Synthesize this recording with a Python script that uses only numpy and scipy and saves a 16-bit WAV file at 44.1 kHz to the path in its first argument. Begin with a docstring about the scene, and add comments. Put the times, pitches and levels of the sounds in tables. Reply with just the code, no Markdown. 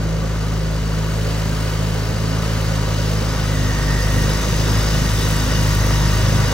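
"""A hum with a slow beat comes first: the exhaust of a twin-cylinder garden tractor and its front snowblower.
The exhaust sums sines on the orders of the crank, which sags as the blower bites into a wet snow bank; the
belt-driven blower sums orders of a slightly slower shaft and beats against it. Gear meshes whine as sines on
multiples of the crank speed; knocks, roar, snow rush and spray are noise and blows gated once a turn and
filtered; noise rings the metal, snow lumps rumble, and two ports each hear all this with level and lag."""
import sys
import numpy as np
from scipy import signal
from scipy.fft import rfft, irfft, next_fast_len
from scipy.io import wavfile
from scipy.ndimage import uniform_filter1d

SR = 44100
rng = np.random.default_rng(int(sys.argv[2]) if len(sys.argv) > 2 else 0)


def materialize(psi):
    """Save the field psi as 16-bit PCM at rate SR to the path in sys.argv[1].

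    A 1-D psi becomes a single channel; in a 2-D psi each row is a channel.
    """
    bounded = np.clip(np.atleast_2d(psi).T, -1, 1)
    quanta = np.round(bounded * 32767).astype(np.int16)
    wavfile.write(sys.argv[1], SR, quanta)


N = 287973
SIZE = next_fast_len(N)  # transform length, samples
TIME_S = np.arange(N) / SR
BITE_S, BITE_RISE_S = 3.0, .62  # the blower meets the bank; time to full load


def exhaust(turns, first_db, bite):
    """Harmonic synthesis: orders of the crank sum to a periodic hum; half orders come from uneven firing."""
    # exhaust orders above the first: (order, level at the outset [dB], growth on coming closer [dB/s],
    # lift under load [dB], waver [dB])
    exhaust_orders = [(2, -27, 1.45, -2, .4), (2.5, -44, .9, 4.5, 2.5), (3, -25.5, 0, 0, .3),
                      (3.5, -58, 0, 14, 3), (4, -42, 1.1, -.5, 2), (5, -50, .3, 10, 3),
                      (5.5, -53, .5, -1, 3), (6, -53, .3, 10, 1.5), (6.5, -49, .8, 2.5, 1.5),
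                      (7, -51, 0, -1, 3), (7.5, -48, .8, -2.5, 2), (8, -48, 1, -4, 2),
                      (8.5, -51, .8, -6, 3), (9, -58, 0, 13, 2), (9.5, -52, 0, 1, 3), (10.5, -51, 1, 1, 2),
                      (11, -50, 0, .5, 2), (12, -47.5, 0, 0, 1.5), (12.5, -54, .5, -2, 3),
                      (13.5, -52, .5, -10, 2)]
    first = harmonic(turns, first_db, waver_db=0.33, order=1)
    return first + stack(turns, exhaust_orders, bite)


def blower(hz, bite):
    """Beating: belt slip, greater under load, slows this shaft, so its orders drift behind the exhaust's."""
    # blower orders: (order of its own shaft, level at the outset [dB], growth on coming closer [dB/s],
    # lift under load [dB], waver [dB])
    blower_orders = [(1.5, -49, 1.7, 3, 2.9), (2, -50.5, 1.35, 10.5, 1.2), (2.5, -50, .62, 14.5, 2),
                     (3, -44.5, 2, .5, 1.5), (3.5, -53, .7, 8.5, 1.8), (4, -45.5, 1.7, -1, 1),
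                     (4.5, -50, 1.6, -5, 2.5), (5, -46.5, 2.6, -12.5, 2.5), (5.5, -50, 2.2, -11, 2),
                     (7.5, -62, 0, 13, 2), (10, -46, 0, -1, 3)]
    slip_light, slip_loaded = .0147, .018  # share of the crank speed lost in the belt
    behind_turns = .355  # lag of the blower's angle at the outset
    extra_db_per_hz, extra_below_hz = 1.5, 50.3  # extra lift only below 50.3 Hz, which this crank never reaches
    slip = slip_light + (slip_loaded - slip_light) * bite
    turns = np.cumsum(hz * (1 - slip)) / SR - behind_turns
    extra_db = extra_db_per_hz * np.maximum(extra_below_hz - hz, 0)
    return -undb(extra_db) * stack(turns, blower_orders, bite)


def stack(turns, orders, bite):
    """Superposition: the orders of one shaft add, each with its own growth, load lift and phase."""
    from_rad, per_order_rad = 1.0, -1.15  # phase at the outset for order 2; change per order
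    to_rad, slide_s = -1.3, 3.8  # phase that orders up to 3 slide to; time taken
    aligned_orders = 3  # higher orders add a random offset
    tones = 0
    for order, db, closer_db, load_db, waver_db in orders:
        outset = from_rad + per_order_rad * (order - 2)
        slide = outset + (to_rad - outset) * ramp(0, slide_s)
        if order > aligned_orders:
            slide = slide + 2 * np.pi * rng.random()
        level_db = db + closer_db * TIME_S + load_db * bite
        tones = tones + harmonic(turns, level_db, waver_db, order, slide)
    return tones


def harmonic(turns, db, waver_db, order, slide=0):
    """Order tracking: a sine locked to the shaft angle, of wavering size and phase; db is its rms level."""
    phase_waver = .04  # radians per order
    phase = 2 * np.pi * order * turns + slide + phase_waver * order * walk(9)
    return -np.sqrt(2) * undb(db + waver_db * walk(10)) * np.sin(phase)


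def gears(turns, hz, bite):
    """Tooth-mesh tones: lines at multiples of crank speed, blurred by frequency jitter, varying with load."""
    # gear meshes: (multiple of crank speed, peak level at the outset before the sag lift [dB],
    # growth on coming closer [dB/s], lift under load [dB], lift per crank sag [dB/Hz], blur [Hz])
    meshes = [(18.02, -49, 2.2, -12, 0, 1.), (18.42, -53, 1.9, 1.5, 3.5, 1.), (36.23, -72, 0, 28, 9, 1.),
              (38.1, -72, 0, 25, 7, 1.5), (55.35, -68, 1.5, 13, 0, 4)]
    mesh_hz, most_sag_hz = 52.4, 1.1  # sag counts from this crank speed; no more lift past this sag
    flicker_db = 1.3
    sag = np.clip(mesh_hz - hz, 0, most_sag_hz)
    tones = 0
    for multiple, db, closer_db, load_db, sag_db, blur_hz in meshes:
        drift = np.cumsum(blur_hz * walk(40)) / SR
        level_db = db + closer_db * TIME_S + load_db * bite + sag_db * sag
        level_db = level_db + flicker_db * walk(9)
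        tones = tones + undb(level_db) * np.sin(2 * np.pi * (multiple * turns + drift))
    return tones


def rushes(turns, rattle_db, strain_db):
    """Superposition of broadband sources: engine noise, rush and spray of the chute, ringing metal."""
    # broadband levels: (time [s], low roar [dB], clatter [dB], air and snow rush [dB])
    roar_db, clatter_db, rush_db = played([(0, -29.5, -36, -38), (.5, -31.5, -36, -37),
                                           (1.4, -30.5, -35, -33.5), (2.2, -28.5, -33.5, -34.5),
                                           (3.0, -28.5, -33, -33.5), (3.7, -28.5, -33, -32.5),
                                           (4.4, -27, -31, -31), (5.4, -28, -31.5, -30.5),
                                           (6.53, -26.5, -30, -31.5)])
    engine = block(turns, roar_db, clatter_db)
    thrown = chute(turns, rush_db) + spray(turns, rush_db)
    return engine + thrown + housing(rattle_db, strain_db)


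def block(turns, roar_db, clatter_db):
    """Amplitude modulation: noise throbs once a turn, joined by knocks, and is shaped into roar and clatter."""
    # low roar of fan and belts: (frequency [Hz], relative spectrum level [dB])
    roar_slope = [(30, -10), (45, -16), (65, 2.5), (100, 6.5), (150, 4.2), (220, 0.5), (350, -3.5),
                  (500, -1), (620, -3.5), (750, -8), (1000, -20), (3000, -65)]
    # clatter of block and blower: (frequency [Hz], relative spectrum level [dB])
    clatter_slope = [(200, -62), (500, -55), (750, 0), (1200, 0.5), (1600, -4.5), (2000, -3.5),
                     (2500, -9.5), (4000, -20), (9000, -60)]
    # resonances on the clatter: (frequency [Hz], width [Hz], lift [dB])
    clatter_rings = [(1155, 31, 6), (1270, 38, 4.5), (1471, 60, 8), (1587, 40, 6)]
    gate = 1 + 0.75 * puffs(turns + 0.055, 0.35, scatter_db=1.7, odd_db=-1.5)
    hum = unit(gate * rng.standard_normal(N)) + 0.19 * knocks(turns)
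    shake = unit(gate * rng.standard_normal(N)) + 0.19 * knocks(turns)
    roar = undb(roar_db + 0.55 * walk(6.7)) * coloured(hum, roar_slope, [])
    clatter = undb(clatter_db + 0.99 * walk(9.)) * coloured(shake, clatter_slope, clatter_rings)
    return roar + clatter


def knocks(turns):
    """Impulse excitation: one sharp blow a turn, a little early or late and uneven in size."""
    at = np.flatnonzero(np.diff(turns.astype(int)))
    late, size = rng.standard_normal((len(at), 2)).T
    shift = (SR * .0002 * late).astype(int)  # 0.2 ms spread
    blows = np.zeros(N)
    blows[np.clip(at + shift, 0, N - 1)] = -undb(3.0 * size)
    return unit(blows)


def puffs(turns, length, scatter_db, odd_db):
    """Periodic gating: a Gaussian pulse each turn, of its own size; odd_db offsets every second one."""
    turn = turns.astype(int)
    scatter = rng.standard_normal(turn[-1] + 1)[turn]
    size = undb(scatter_db * scatter + odd_db * (turn % 2))
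    return size * np.exp(-((turns - turn - .5) / length) ** 2)  # length in turns


def chute(turns, rush_db):
    """Duct resonance: noise of air and snow, throbbing once a turn, excites the chute's resonances."""
    # rush in the chute: (frequency [Hz], relative spectrum level [dB])
    chute_slope = [(300, -62), (800, -7.5), (1800, 3), (2400, -3), (3300, -2), (4200, -4), (5500, -2),
                   (6800, -4.5), (7500, -8), (8700, -8), (10400, -11), (12200, -10), (13200, -25),
                   (15500, -10.5)]
    # chute resonances: (frequency [Hz], width [Hz], lift [dB])
    chute_rings = [(2920, 650, 6), (3240, 220, -4), (3960, 69, 4.5), (4490, 380, 6.5), (4820, 100, -2.5),
                   (5350, 120, -3), (5930, 420, -6), (6070, 93, 7), (6660, 200, 6.5)]
    gate = 1 + 0.45 * puffs(turns + 0.55, 0.22, scatter_db=2.5, odd_db=-1.5)
    gate = gate * undb(0.5 * walk(7.5))
    return undb(rush_db) * coloured(gate * rng.standard_normal(N), chute_slope, chute_rings)


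def spray(turns, rush_db):
    """Bursts of high-frequency noise: bright spray once a turn, growing faster than the rush."""
    base_db, db_per_rush_db = -43, 3  # level at a rush of -33 dB; growth per dB of rush
    # (frequency [Hz], relative spectrum level [dB])
    slope = [(2000, -70), (5000, -8), (8500, -1.5), (10500, -2.0), (13000, -5.0), (15500, -5)]
    gate = .5 + puffs(turns + 0.23, 0.26, scatter_db=2.2, odd_db=-2.7)
    swell = undb(1.7 * walk(7.8))
    burst = gate * swell * rng.standard_normal(N)
    return undb(base_db + db_per_rush_db * (rush_db + 33)) * coloured(burst, slope, [])


def housing(rattle_db, strain_db):
    """Modal excitation: snow rattles panels, strain shakes the gear case; early, higher modes fade under load."""
    # sheet-metal housing modes: (frequency [Hz], width [Hz], level before the rattle gain [dB])
    housing_modes = [(3690, 370, -40.5), (5980, 200, -41), (2626, 22, -48.5), (2884, 16, -45),
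                     (3797, 20, -51), (5090, 230, -38), (6450, 90, -42)]
    # gear case modes: (frequency [Hz], width [Hz], level before the strain gain [dB])
    case_modes = [(1837, 92, -41.5), (1913, 56, -41.5)]
    # early, higher metal resonances: (frequency [Hz], width [Hz], level at the outset [dB])
    early_modes = [(3000, 230, -53.5), (3980, 110, -54.5), (4550, 160, -50.5), (5100, 120, -52.5),
                   (6100, 160, -56.5), (6660, 97, -58.5)]
    closer_db_per_s, loaded_db = 2.5, -8.5
    early_db = closer_db_per_s * TIME_S + loaded_db * ramp(BITE_S, BITE_RISE_S)
    return rattle(housing_modes, rattle_db) + rattle(case_modes, strain_db) + rattle(early_modes, early_db)


def rattle(modes, db):
    """Resonance: noise drives narrow bandpass modes, each flaring up and fading on its own."""
    rings = 0
    for hz, width, mode_db in modes:
        b, a = signal.iirpeak(hz, hz / width, SR)
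        mode = unit(signal.lfilter(b, a, rng.standard_normal(N)))
        rings = rings + undb(mode_db + 1.6 * walk(20)) * mode
    return rings * undb(db)


def churn(bite):
    """Low-frequency noise with random modulation: snow lumps rumble in surges as the auger digs deeper."""
    # churning lumps: (frequency [Hz], relative spectrum level [dB])
    churn_slope = [(40, -30), (75, -1), (110, 6), (140, -2.5), (200, -8.5), (300, -20), (600, -55)]
    base_db, deeper_db_per_s, surge_db = -34.5, 1.2, 3.5
    level_db = base_db + deeper_db_per_s * (TIME_S - BITE_S) + surge_db * walk(4.3)
    return bite * undb(level_db) * coloured(rng.standard_normal(N), churn_slope, [])


def undb(db):
    """Logarithmic level: decibels to amplitude gain."""
    return 10 ** (np.asarray(db) / 20)


def unit(x):
    """Normalisation to an rms of 1."""
    return x / np.sqrt(np.mean(x ** 2))


def ramp(start_s, rise_s):
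    """Linear onset: 0 before the start, 1 after the rise."""
    return np.clip((TIME_S - start_s) / rise_s, 0, 1)


def walk(rate):
    """Slow random modulation of rms 1: levels held 1 / rate s, smoothed by two moving averages."""
    k = int(SR / rate)
    held = np.repeat(rng.standard_normal(N // k + 1), k)
    smooth = uniform_filter1d(uniform_filter1d(held, k), k)
    return unit(smooth[:N])


def played(table):
    """Linear interpolation in time: columns of a curve table, one value a sample."""
    s, *columns = np.transpose(table)
    return [np.interp(TIME_S, s, c) for c in columns]


def over_hz(table):
    """Interpolation on log frequency: columns of a spectrum table, one value a bin."""
    hz, *columns = np.transpose(table)
    bins = np.log(np.maximum(np.fft.rfftfreq(SIZE, 1 / SR), 1))
    return [np.interp(bins, np.log(hz), c) for c in columns]


def coloured(x, slope, rings):
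    """Source-filter shaping: a broad spectral slope with resonances on top, scaled to rms 1."""
    bins = np.fft.rfftfreq(SIZE, 1 / SR)
    db = over_hz(slope)[0]
    for hz, width, lift_db in rings:
        db = db + lift_db / (1 + (2 * (bins - hz) / width) ** 2)
    return unit(irfft(rfft(x, SIZE) * undb(db), SIZE)[:N])


def scene():
    """Partial coherence: the ports share direct sound, scatter apart, and differ in level and phase."""
    # crank: (time [s], crank speed [Hz], rms level of the first order [dB])
    hz, first_db = played([(0, 53.78, -23.5), (.8, 53.37, -23), (1.3, 53.48, -24), (1.75, 53.56, -24),
                           (2.2, 53.93, -26), (2.5, 54.33, -23.5), (2.95, 52.98, -24), (3.3, 52.74, -23.5),
                           (3.72, 51.19, -22), (3.92, 50.52, -18.5), (4.48, 52.7, -21.5), (4.9, 52.73, -19),
                           (5.3, 52.3, -22), (5.7, 51.85, -20), (6.0, 51.82, -18.5), (6.53, 52.18, -22)])
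    # microphone ports: (frequency [Hz], left leads [rad], left minus right [dB], shared power [0-1])
    lead, pan_db, like = over_hz([(52, 0., 1.4, 1), (105, -0.32, 1.2, 1), (158, -0.44, -0.3, 1),
                                  (330, -0.5, -3.4, 0.96), (520, -0.1, -10, 0.85), (766, 1.6, -2, 1),
                                  (950, 0.52, 5, 0.68), (1280, 0, 0, 1), (1540, 0.35, 0, 0.88),
                                  (1800, 1, -5.5, 0.7), (2050, 0.67, -0.5, 0.7), (2780, 1.74, 4, .8),
                                  (3100, 1.5, 7.5, 0.73), (3830, 0.18, 1, 0.84), (4400, 1.5, -0.5, 0.75),
                                  (5320, 1.5, 7.5, 0.97), (6000, -0.8, -3, 0.3), (6520, 1.32, 2.5, 0.7),
                                  (7070, 1.5, -3.5, 0), (7960, 3, -8, 0.03), (8660, -0.3, -6, .9),
                                  (9050, -3, 8, .9), (10440, -2, -6, .9), (11540, -6.5, 2, 0.6),
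                                  (14400, -10, -2, .9), (16100, -12.5, 1, .97)])
    turns, bite = np.cumsum(hz) / SR, ramp(BITE_S, BITE_RISE_S)

    rattle_light_db, rattle_loaded_db, rattle_rise_s = -12, 1.5, 3.06  # rise centred on the bite
    rattle_rise = ramp(BITE_S - rattle_rise_s / 2, rattle_rise_s)
    rattle_db = rattle_light_db + (rattle_loaded_db - rattle_light_db) * rattle_rise

    strain_light_db, strain_loaded_db, strain_db_per_hz = -25, -8, 3  # before the lift per Hz of sag
    reference_hz = 54.6  # reference crank speed from which the sag is counted
    strain_db = strain_light_db + (strain_loaded_db - strain_light_db) * bite ** 2
    strain_db = strain_db + strain_db_per_hz * (reference_hz - hz)

    tones = exhaust(turns, first_db, bite) + blower(hz, bite) + gears(turns, hz, bite) + churn(bite)
    like, pan_db = np.clip(like, 0, 1), np.clip(pan_db, -10, 10)
    direct = rfft(tones, SIZE) + np.sqrt(like) * rfft(rushes(turns, rattle_db, strain_db), SIZE)
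    ports = []
    for side in (1, -1):  # left, right
        scattered = np.sqrt(1 - like) * rfft(rushes(turns, rattle_db, strain_db), SIZE)
        port_response = undb(side * pan_db / 2) * np.exp(.5j * side * lead)
        ports.append(irfft((direct + scattered) * port_response, SIZE)[:N])
    return np.array(ports)


def record(dry):
    """Band limiting: a steep elliptic low-pass removes the top above 15.8 kHz."""
    top_hz = 15800
    lowpass = signal.ellip(14, .2, 80, top_hz, fs=SR, output="sos")
    return signal.sosfilt(lowpass, dry)


dry = scene()
out = record(dry)
materialize(out)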